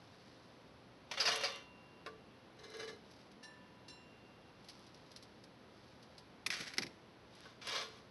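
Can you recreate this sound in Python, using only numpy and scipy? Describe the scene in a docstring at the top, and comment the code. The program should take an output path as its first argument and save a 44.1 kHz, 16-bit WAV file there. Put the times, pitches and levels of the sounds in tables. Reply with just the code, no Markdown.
"""A chrome toaster on a sheet of cardboard in a small quiet room: grains of rubbing drive its metal modes.
The carriage rattles and squeaks up, a finger knocks a slice, and the slice scrapes out of its slot.
Its crust brushes the shell, crackles in the hand and is set down on cardboard; the second slice comes last.
Each movement is a smooth stroke whose rub follows its speed, plus slips: grain showers that swell and die.
Behind it lie a short room tail, steady air noise and a faint hum."""
import sys
import numpy as np
from scipy import signal
from scipy.fft import rfft, irfft
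from scipy.io import wavfile

SR = 44100
rng = np.random.default_rng(int(sys.argv[2]) if len(sys.argv) > 2 else 0)


def file_out(sig):
    """Save sig as 16-bit WAV at sys.argv[1]."""
    # one column per channel
    cols = np.atleast_2d(sig).T
    # limit, then scale
    lim = np.clip(cols, -1, 1)
    pcm = np.round(lim * 32767).astype(np.int16)
    wavfile.write(sys.argv[1], SR, pcm)


N = 357210

# Event levels apply before colouring, metal response and output gain; colour spectra are relative.

# latch lets go and bounces once: (t/s, level/dB)
LATCH = [(1.112, -36), (1.136, -43.5)]
# carriage rides up in one stroke: (middle t/s, length/s, level/dB)
CARRIAGE_TRAVEL = [(1.37, 0.63, -46.5)]
# carriage jerks on the way: (t/s, level/dB)
JERKS = [(1.172, -41), (1.197, -36), (1.252, -35.5), (1.272, -34), (1.315, -37), (1.354, -53),
         (1.404, -45.5), (1.432, -36)]
# finger knocks a slice against its slot: (t/s, level/dB)
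KNOCKS = [(2.061, -39.5), (7.453, -52.5)]
# first slice eased out: (middle t/s, length/s, level/dB)
FIRST_PULL = [(2.79, 0.53, -59)]
# second slice gripped, drawn out fast, clears the rim: (middle t/s, length/s, level/dB)
SECOND_PULL = [(7.44, 0.36, -65.5), (7.745, .29, -44.5), (7.9, 0.3, -61)]
# first crust catches in the slot: (t/s, level/dB)
FIRST_CATCHES = [(2.584, -56.5), (2.630, -52.5), (2.732, -48.5), (2.789, -45), (2.822, -48.5), (2.871, -46)]
# second crust catches in the slot: (t/s, level/dB)
SECOND_CATCHES = [(7.611, -52), (7.668, -43.5), (7.714, -43), (7.750, -39.5), (7.806, -49)]
# carriage force spectrum: (f/Hz, level/dB)
CARRIAGE_FORCE = [(40, -39), (150, -10), (260, -2), (420, -1.5), (560, 10), (900, 4.5), (2000, 8),
                  (3300, 6.5), (4800, 3.5), (6100, 9), (7500, 0), (12000, -5.5)]
# knock force spectrum: (f/Hz, level/dB)
KNOCK_FORCE = [(40, -27), (200, -12), (420, 0.5), (720, 3), (900, -16), (1120, 11.5), (1300, -1),
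               (1500, 13.5), (1900, 0.5), (2600, -8.5), (4500, -8.5), (12000, -14)]
# first slice force spectrum: (f/Hz, level/dB)
FIRST_FORCE = [(40, -35), (200, -15), (330, 9), (420, 22), (500, 9), (1000, 5.5), (1800, 9.5), (2600, 0),
               (4000, 5), (4800, 4), (6300, 6), (12000, -3.5)]
# second slice force spectrum: (f/Hz, level/dB)
SECOND_FORCE = [(40, -18), (200, -12), (330, -8), (450, 3.5), (800, -1.5), (1150, 8), (2000, 5),
                (2700, 5.5), (3600, 5), (4700, 5), (6500, 6), (12000, -8)]
# toaster body and wire rack modes, energy share before random variation: (f/Hz, share/dB, t60/s)
BODY_MODES = [(439, -13.5, 0.43), (475, -24, 0.35), (538.5, -21, 0.093), (610, -26, 0.19), (723, -21, 0.13),
              (1082, -17.5, 0.12), (1163, -19.5, 0.25), (1424, -27, 0.27), (1500, -29.5, 0.097),
              (1725, -23.5, 0.086), (1820, -35, 0.15), (2068, -23, 0.35), (2330, -19.5, 0.12),
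              (2250, -40, 0.13), (2770, -16.5, 0.037), (3370, -20, 0.033), (3520, -20.5, 0.15),
              (3730, -13.5, 0.018), (4170, -23, .18), (4100, -23, 0.55), (4240, -18.5, 0.13),
              (4820, -26, 0.074), (4660, -17.5, 0.027), (5470, -47, 0.12), (5960, -32.5, 0.18),
              (5770, -46, 0.15), (5950, -41, 0.13)]
# thin guide wires plucked by the first slice, likewise: (f/Hz, share/dB, t60/s)
WIRE_MODES = [(1650, -18, 0.19), (2074, -15, 0.16), (2984, -12, 0.12), (3800, -18, 0.067),
              (3950, -14, 0.039), (4100, -11.5, 0.04), (4890, -16, 0.082), (5260, -15.5, 0.048),
              (6350, -16, 0.03), (7750, -25, .08), (9200, -14, 0.045), (10400, -17, 0.028)]
# squeaks on the guide rod: (t/s, level/dB)
SQUEAKS = [(1.200, -29), (1.258, -31.5), (1.279, -35.5), (1.439, -34)]
# two slowest shell modes: (f/Hz, t60/s)
SHELL_MODES = [(992, 5.5), (2766, 2.7)]
# blows that set the shell humming: (t/s, low mode height/dB, high mode height/dB)
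SHELL_BLOWS = [(1.279, -68, -56), (3.429, -70.5, -71), (3.881, -71.5, -64)]
# crust brushes the chrome side at two places: (t/s)
TOUCHES_S = [3.428, 3.880]
# side panel modes before trim and sustain factor: (f/Hz, t60/s, first place height/dB, second/dB)
PANEL_MODES = [(1758, .7, -54, -67), (1792, .55, -59, -75), (2810, .22, -60, -65), (3560, .15, -65, -61),
               (4020, .35, -58, -61), (4056, .33, -63, -54), (4410, .2, -68, -63), (5396, .35, -69, -56),
               (5426, .4, -72, -60), (5520, .2, -52, -64), (5715, .2, -60, -66), (6020, .12, -55, -59),
               (6130, .12, -57, -56), (7300, .35, -58, -62), (7337, .42, -62, -53), (9327, .28, -52, -54),
               (9450, .15, -56, -65)]
# crust crunches against a hard edge: (t/s, level/dB)
CRUNCHES = [(1.355, -32), (6.462, -29), (7.350, -54), (7.669, -37.5)]
# fingers squeeze a slice to turn or grip it: (middle t/s, length/s, level/dB)
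SQUEEZES = [(4.83, 0.57, -73), (7.39, 0.11, -61)]
# crumb spectrum: (f/Hz, level/dB)
CRUMB_COLOUR = [(800, -15), (2600, -8), (4200, -1), (6300, 0), (9500, 5), (12000, -1.5)]
# crust cracks under the fingers, before trim: (t/s, level/dB)
CRACKS = [(3.11, -53.5), (3.313, -55.5), (4.643, -54.5), (4.684, -44), (4.695, -48), (4.8638, -54),
          (4.9425, -52), (5.1143, -50.5), (5.16, -42), (5.2246, -47), (5.437, -50.5), (6.0238, -52.5),
          (6.1782, -46), (7.983, -58)]
# sleeve and fingers rub as the arm moves: (middle t/s, length/s, level/dB)
ARM_MOVES = [(.25, 1.3, -69), (3.15, 0.38, -66.5), (4.74, 0.44, -66), (5.1, 1, -70), (5.84, 0.45, -69),
             (6.15, 0.62, -73.5), (7.42, 0.39, -67), (8.0, 0.45, -72)]
# crust spectrum: (f/Hz, level/dB)
CRUST_COLOUR = [(500, -50), (1500, -5.5), (3000, -0.5), (4800, 6), (6500, -0.5), (12000, -6.5)]
# slice taps down on an edge, tips over and rocks: (t/s, level/dB)
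TAPS = [(6.462, -27.5), (6.502, -29.5), (6.736, -41), (6.770, -44), (6.783, -29), (6.8205, -35.5),
        (6.830, -37.5), (6.865, -44)]
# its face slaps flat on the sheet: (t/s, level/dB)
SLAP = [(6.7815, -21)]
# before it tips, its edge skids on the cardboard: (t/s, level/dB)
SKID = [(6.505, -40)]
# edge snags during the skid: (t/s, level/dB)
SNAGS = [(6.528, -39.5), (6.598, -40.5), (6.666, -43)]
# slice weight thuds into the sheet: (t/s, level/dB)
THUDS = [(6.463, -51), (6.598, -51), (6.781, -43), (6.838, -55)]
# tap and slap spectrum: (f/Hz, level/dB)
TAP_COLOUR = [(40, -26), (200, -27), (700, -10.5), (1300, -5.5), (1950, 6), (2300, 8), (2800, -3.5),
              (3700, -1.5), (4500, 1.5), (5300, 3), (6500, -4), (12000, -6.5)]
# skid and snag spectrum: (f/Hz, level/dB)
SLIDE_COLOUR = [(40, -30), (150, -13), (300, -4), (600, -3), (1000, -4), (1500, 8.5), (2200, 8.5),
                (2900, 4), (5000, 6), (7000, 5), (12000, -4)]
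# cardboard thud spectrum: (f/Hz, level/dB)
CARDBOARD_COLOUR = [(25, -35), (50, -22), (90, -9), (125, -3), (165, 1), (240, 0), (330, 0), (480, -6.5),
                    (800, -10.5), (2000, -26.5)]
# room air spectrum: (f/Hz, density/dB per Hz, relative)
ROOM_TONE = [(20, -22.5), (35, -23), (55, -3.5), (90, 0), (130, 0), (190, 4), (300, 2), (500, -1.5),
             (1000, -6), (2300, -12.5), (4500, -15.5), (7000, -22), (12000, -22)]
# steady hum before output gain: (f/Hz, rms level/dB)
HUM = [(120, -75), (524, -77.5), (991, -82.5)]
# treble notch centres: (f/Hz)
NOTCHES_HZ = [7000, 8500, 10000]

RUB_POWER = 1.78  # rub amplitude grows as this power of speed
CATCH_RISE_S, CATCH_T60_S = 0.008, 0.11


def toaster():
    """Carriage and slices rub on the rack, which drives the hollow metal body."""
    rack = metal(BODY_MODES, direct_db=-0.5, rattle_db=-4.0, rattle_t60_s=0.12)
    wires = metal(BODY_MODES + WIRE_MODES, direct_db=-6.0, rattle_db=-5.0, rattle_t60_s=0.13)

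    carriage = slips(LATCH, 0.0033, 0.042, per_s=3700, spread_db=2.5, body=rack)
    carriage += strokes(CARRIAGE_TRAVEL, per_s=5000, spread_db=4.0, body=rack)
    carriage += slips(JERKS, 0.0045, 0.19, per_s=9000, spread_db=3.0, body=rack)

    knock = slips(KNOCKS, 0.002, 0.048, per_s=8100, spread_db=4.5, snap=0.29, body=rack)

    first = strokes(FIRST_PULL, per_s=1500, spread_db=4.0, body=wires)
    first += slips(FIRST_CATCHES, CATCH_RISE_S, CATCH_T60_S, per_s=1800, spread_db=0, body=wires)

    second = strokes(SECOND_PULL, per_s=5000, spread_db=4.5, body=rack)
    second += slips(SECOND_CATCHES, CATCH_RISE_S, CATCH_T60_S, per_s=6600, spread_db=2.5, body=rack)

    slices = colour(first, FIRST_FORCE) + colour(second, SECOND_FORCE)
    return colour(carriage, CARRIAGE_FORCE) + colour(knock, KNOCK_FORCE) + slices


def metal(modes, direct_db, rattle_db, rattle_t60_s, vary_db=1.5):
    """Metal body: each response draws new mode strengths; the many weak modes merge into a rattle."""
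    t = seconds(0.5)
    rings = np.array([from_db(db) * unit_energy(ring(t, hz, t60_s)) for hz, db, t60_s in modes])

    def response():
        """Direct click, modes and rattle for one contact point."""
        signs = rng.choice([-1, 1], len(rings))
        strengths = signs * from_db(vary_db * rng.standard_normal(len(rings)))
        rattle = unit_energy(rng.standard_normal(len(t)) * decay(t, rattle_t60_s))
        direct = from_db(direct_db) * (t == 0)
        return direct + strengths @ rings + from_db(rattle_db) * rattle
    return response


def strokes(rows, per_s, spread_db, body=None):
    """Steady rubbing: speed is half a sine per movement and sets the strength of the grains."""
    t, level = np.arange(N) / SR, np.zeros(N)
    for middle_s, length_s, db in rows:
        moving = np.abs(t - middle_s) < length_s / 2
        speed = np.abs(np.cos(np.pi * (t[moving] - middle_s) / length_s))
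        level[moving] += from_db(db) * speed ** RUB_POWER
    rub = level * grains(per_s, spread_db)
    return through(rub, body()) if body else rub


def slips(rows, rise_s, t60_s, per_s, spread_db, snap=0.0, body=None):
    """Catch and release: a grain shower swells and dies, with a hard contact (snap) at its top."""
    out, shower = np.zeros(N), grains(per_s, spread_db)
    for s, db in rows:
        start = int(s * SR)
        t = seconds(rise_s + t60_s)[:N - start]
        shape = np.minimum(t / rise_s, decay(np.maximum(t - rise_s, 0), t60_s))
        contacts = unit_energy(shape * shower[start:start + len(t)])
        contacts[np.argmax(shape)] += snap
        burst = from_db(db) * np.linalg.norm(shape) * unit_energy(contacts)
        if body:  # new response for each slip
            burst = signal.fftconvolve(burst, body())[:N - start]
        out[start:start + len(burst)] += burst
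    return out


def grains(per_s, spread_db):
    """Tiny contacts of random size and sign at random moments; rms 1."""
    sizes = from_db(spread_db * np.minimum(rng.exponential(1, N), 4))
    signs = rng.choice([-1, 1], N)
    present = rng.random(N) < per_s / SR
    return unit_energy(sizes * signs * present) * np.sqrt(N)


def squeaks(hz=4800.0, width_hz=240.0):
    """Stick and slip on the guide rod pours into one narrow resonance."""
    mode = ring(seconds(0.1), hz, np.log(1000) / (np.pi * width_hz))
    force = slips(SQUEAKS, 0.0035, 0.13, per_s=8000, spread_db=0.8, snap=0.2)
    return through(force, unit_energy(np.diff(mode)))


def shell():
    """The whole shell hums on for seconds after a blow, in its two slowest modes."""
    out = np.zeros(N)
    for s, *heights_db in SHELL_BLOWS:
        start = int(s * SR)
        t = np.arange(N - start) / SR
        for (hz, t60_s), db in zip(SHELL_MODES, heights_db):
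            out[start:] += from_db(db) * ring(t, hz, t60_s)
    return out


def side_panel(rub_db=-53.5, rub_t60_s=0.14, swell_s=0.0049, trim_db=-1.0, sustain=1.21):
    """A light touch rubs briefly and rings the chrome; the place sets the mode heights."""
    touches = [(s, rub_db) for s in TOUCHES_S]
    out = colour(slips(touches, swell_s, rub_t60_s, per_s=6000, spread_db=5.5), CRUST_COLOUR)
    t = seconds(1)
    for place, s in enumerate(TOUCHES_S):
        rings = np.zeros(len(t))
        for hz, t60_s, *heights_db in PANEL_MODES:
            rings += from_db(trim_db + heights_db[place]) * ring(t, hz, sustain * t60_s)
        start = int(s * SR)
        out[start:start + len(t)] += rings * (1 - np.exp(-t / swell_s))
    return out


def crumbs():
    """Dry crumbs break off a dragged, squeezed or crunched crust: bright ticks that miss the body."""
    ticks = from_db(-6.0) * strokes(CARRIAGE_TRAVEL, per_s=250, spread_db=13.0)
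    ticks += from_db(-6.0) * strokes(FIRST_PULL, per_s=120, spread_db=10.0)
    ticks += from_db(-12.0) * strokes(SECOND_PULL, per_s=180, spread_db=13.0)
    ticks += slips(CRUNCHES, 0.002, 0.048, per_s=5200, spread_db=5.0)
    ticks += strokes(SQUEEZES, per_s=240, spread_db=9.0)
    return colour(ticks, CRUMB_COLOUR)


def handling(crack_trim_db=-1.5, brittle=0.5):
    """Brittle crust cracks in the grip, brightened against the rub of sleeve and fingers."""
    cracks = from_db(crack_trim_db) * slips(CRACKS, 0.003, 0.068, per_s=2600, spread_db=1.0)
    cracks = signal.lfilter([1, -brittle], [1], cracks)  # treble tilt
    rub = strokes(ARM_MOVES, per_s=3000, spread_db=4.5)
    return colour(cracks + rub, CRUST_COLOUR)


def setting_down():
    """The stiff slice clacks and slides; the cardboard answers with a low thud."""
    taps = slips(TAPS, 0.0018, 0.038, per_s=12000, spread_db=0.8, snap=0.18)
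    taps += slips(SLAP, 0.0018, 0.0046, per_s=11000, spread_db=0, snap=0.98)
    slide = slips(SKID, 0.01, 0.79, per_s=3100, spread_db=2.5)
    slide += slips(SNAGS, 0.011, 0.081, per_s=3100, spread_db=0)
    thuds = slips(THUDS, 0.0043, 0.23, per_s=3000, spread_db=2.0)
    return colour(taps, TAP_COLOUR) + colour(slide, SLIDE_COLOUR) + colour(thuds, CARDBOARD_COLOUR)


def room(x, wet_db=-17.5, t60_s=0.32, gap_s=0.0034):
    """Soft furnishings leave a short faint tail: decaying noise after a gap."""
    t = seconds(1)
    tail = rng.standard_normal(len(t)) * decay(t, t60_s) * (t > gap_s)
    return x + from_db(wet_db) * through(x, unit_energy(tail))


def room_tone(air_db=-61.5):
    """Steady air noise with a faint mains and fan hum."""
    t = np.arange(N) / SR
    out = from_db(air_db) * colour(rng.standard_normal(N), ROOM_TONE)
    for hz, rms_db in HUM:
        out += np.sqrt(2) * from_db(rms_db) * np.sin(2 * np.pi * (hz * t + rng.random()))
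    return out


def colour(x, spectrum, size=8192):
    """Causal (minimum-phase) filter with the given spectrum and unit power gain for white noise."""
    hz, db = np.transpose(spectrum)
    grid_hz = np.maximum(np.fft.rfftfreq(size, 1 / SR), 1)
    magnitude = from_db(np.interp(np.log(grid_hz), np.log(hz), db))
    cepstrum = irfft(np.log(magnitude))
    cepstrum[1:size // 2] *= 2  # fold to minimum phase
    cepstrum[size // 2 + 1:] = 0
    return through(x, unit_energy(irfft(np.exp(rfft(cepstrum)))))


def ring(t, hz, t60_s):
    """One decaying mode: a sine under an envelope that starts at 1."""
    return np.sin(2 * np.pi * hz * t) * decay(t, t60_s)


def decay(t, t60_s):
    """Exponential fall of 60 dB in t60_s."""
    return np.exp(-np.log(1000) * t / t60_s)


def through(x, response):
    """Convolve, cut to the length of the scene."""
    return signal.fftconvolve(x, response)[:N]


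def unit_energy(x):
    """Scale to unit energy: as a response, passes white noise at the same power."""
    return x / np.sqrt(np.sum(x ** 2) + 1e-20)


def seconds(length_s):
    """Time axis in seconds."""
    return np.arange(int(length_s * SR)) / SR


def from_db(db):
    """Decibels to amplitude gain."""
    return 10 ** (np.asarray(db) / 20)


def scene():
    """Sum all sources at one microphone; the tone bypasses the room tail."""
    near = toaster() + squeaks() + shell() + side_panel() + crumbs() + handling() + setting_down()
    return (room(near) + room_tone())[None, :]


def record(dry, notch_width_hz=2250.0, cutoff_hz=12050, gain_db=1.0):
    """Sound path: three broad treble notches, a steep top cut and a gain."""
    for hz in NOTCHES_HZ:
        dry = signal.lfilter(*signal.iirnotch(hz, hz / notch_width_hz, fs=SR), dry)
    top_cut = signal.cheby2(16, 60, cutoff_hz, fs=SR, output="sos")  # 60 dB down from cutoff_hz
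    return from_db(gain_db) * signal.sosfilt(top_cut, dry)


dry = scene()
out = record(dry)
file_out(out)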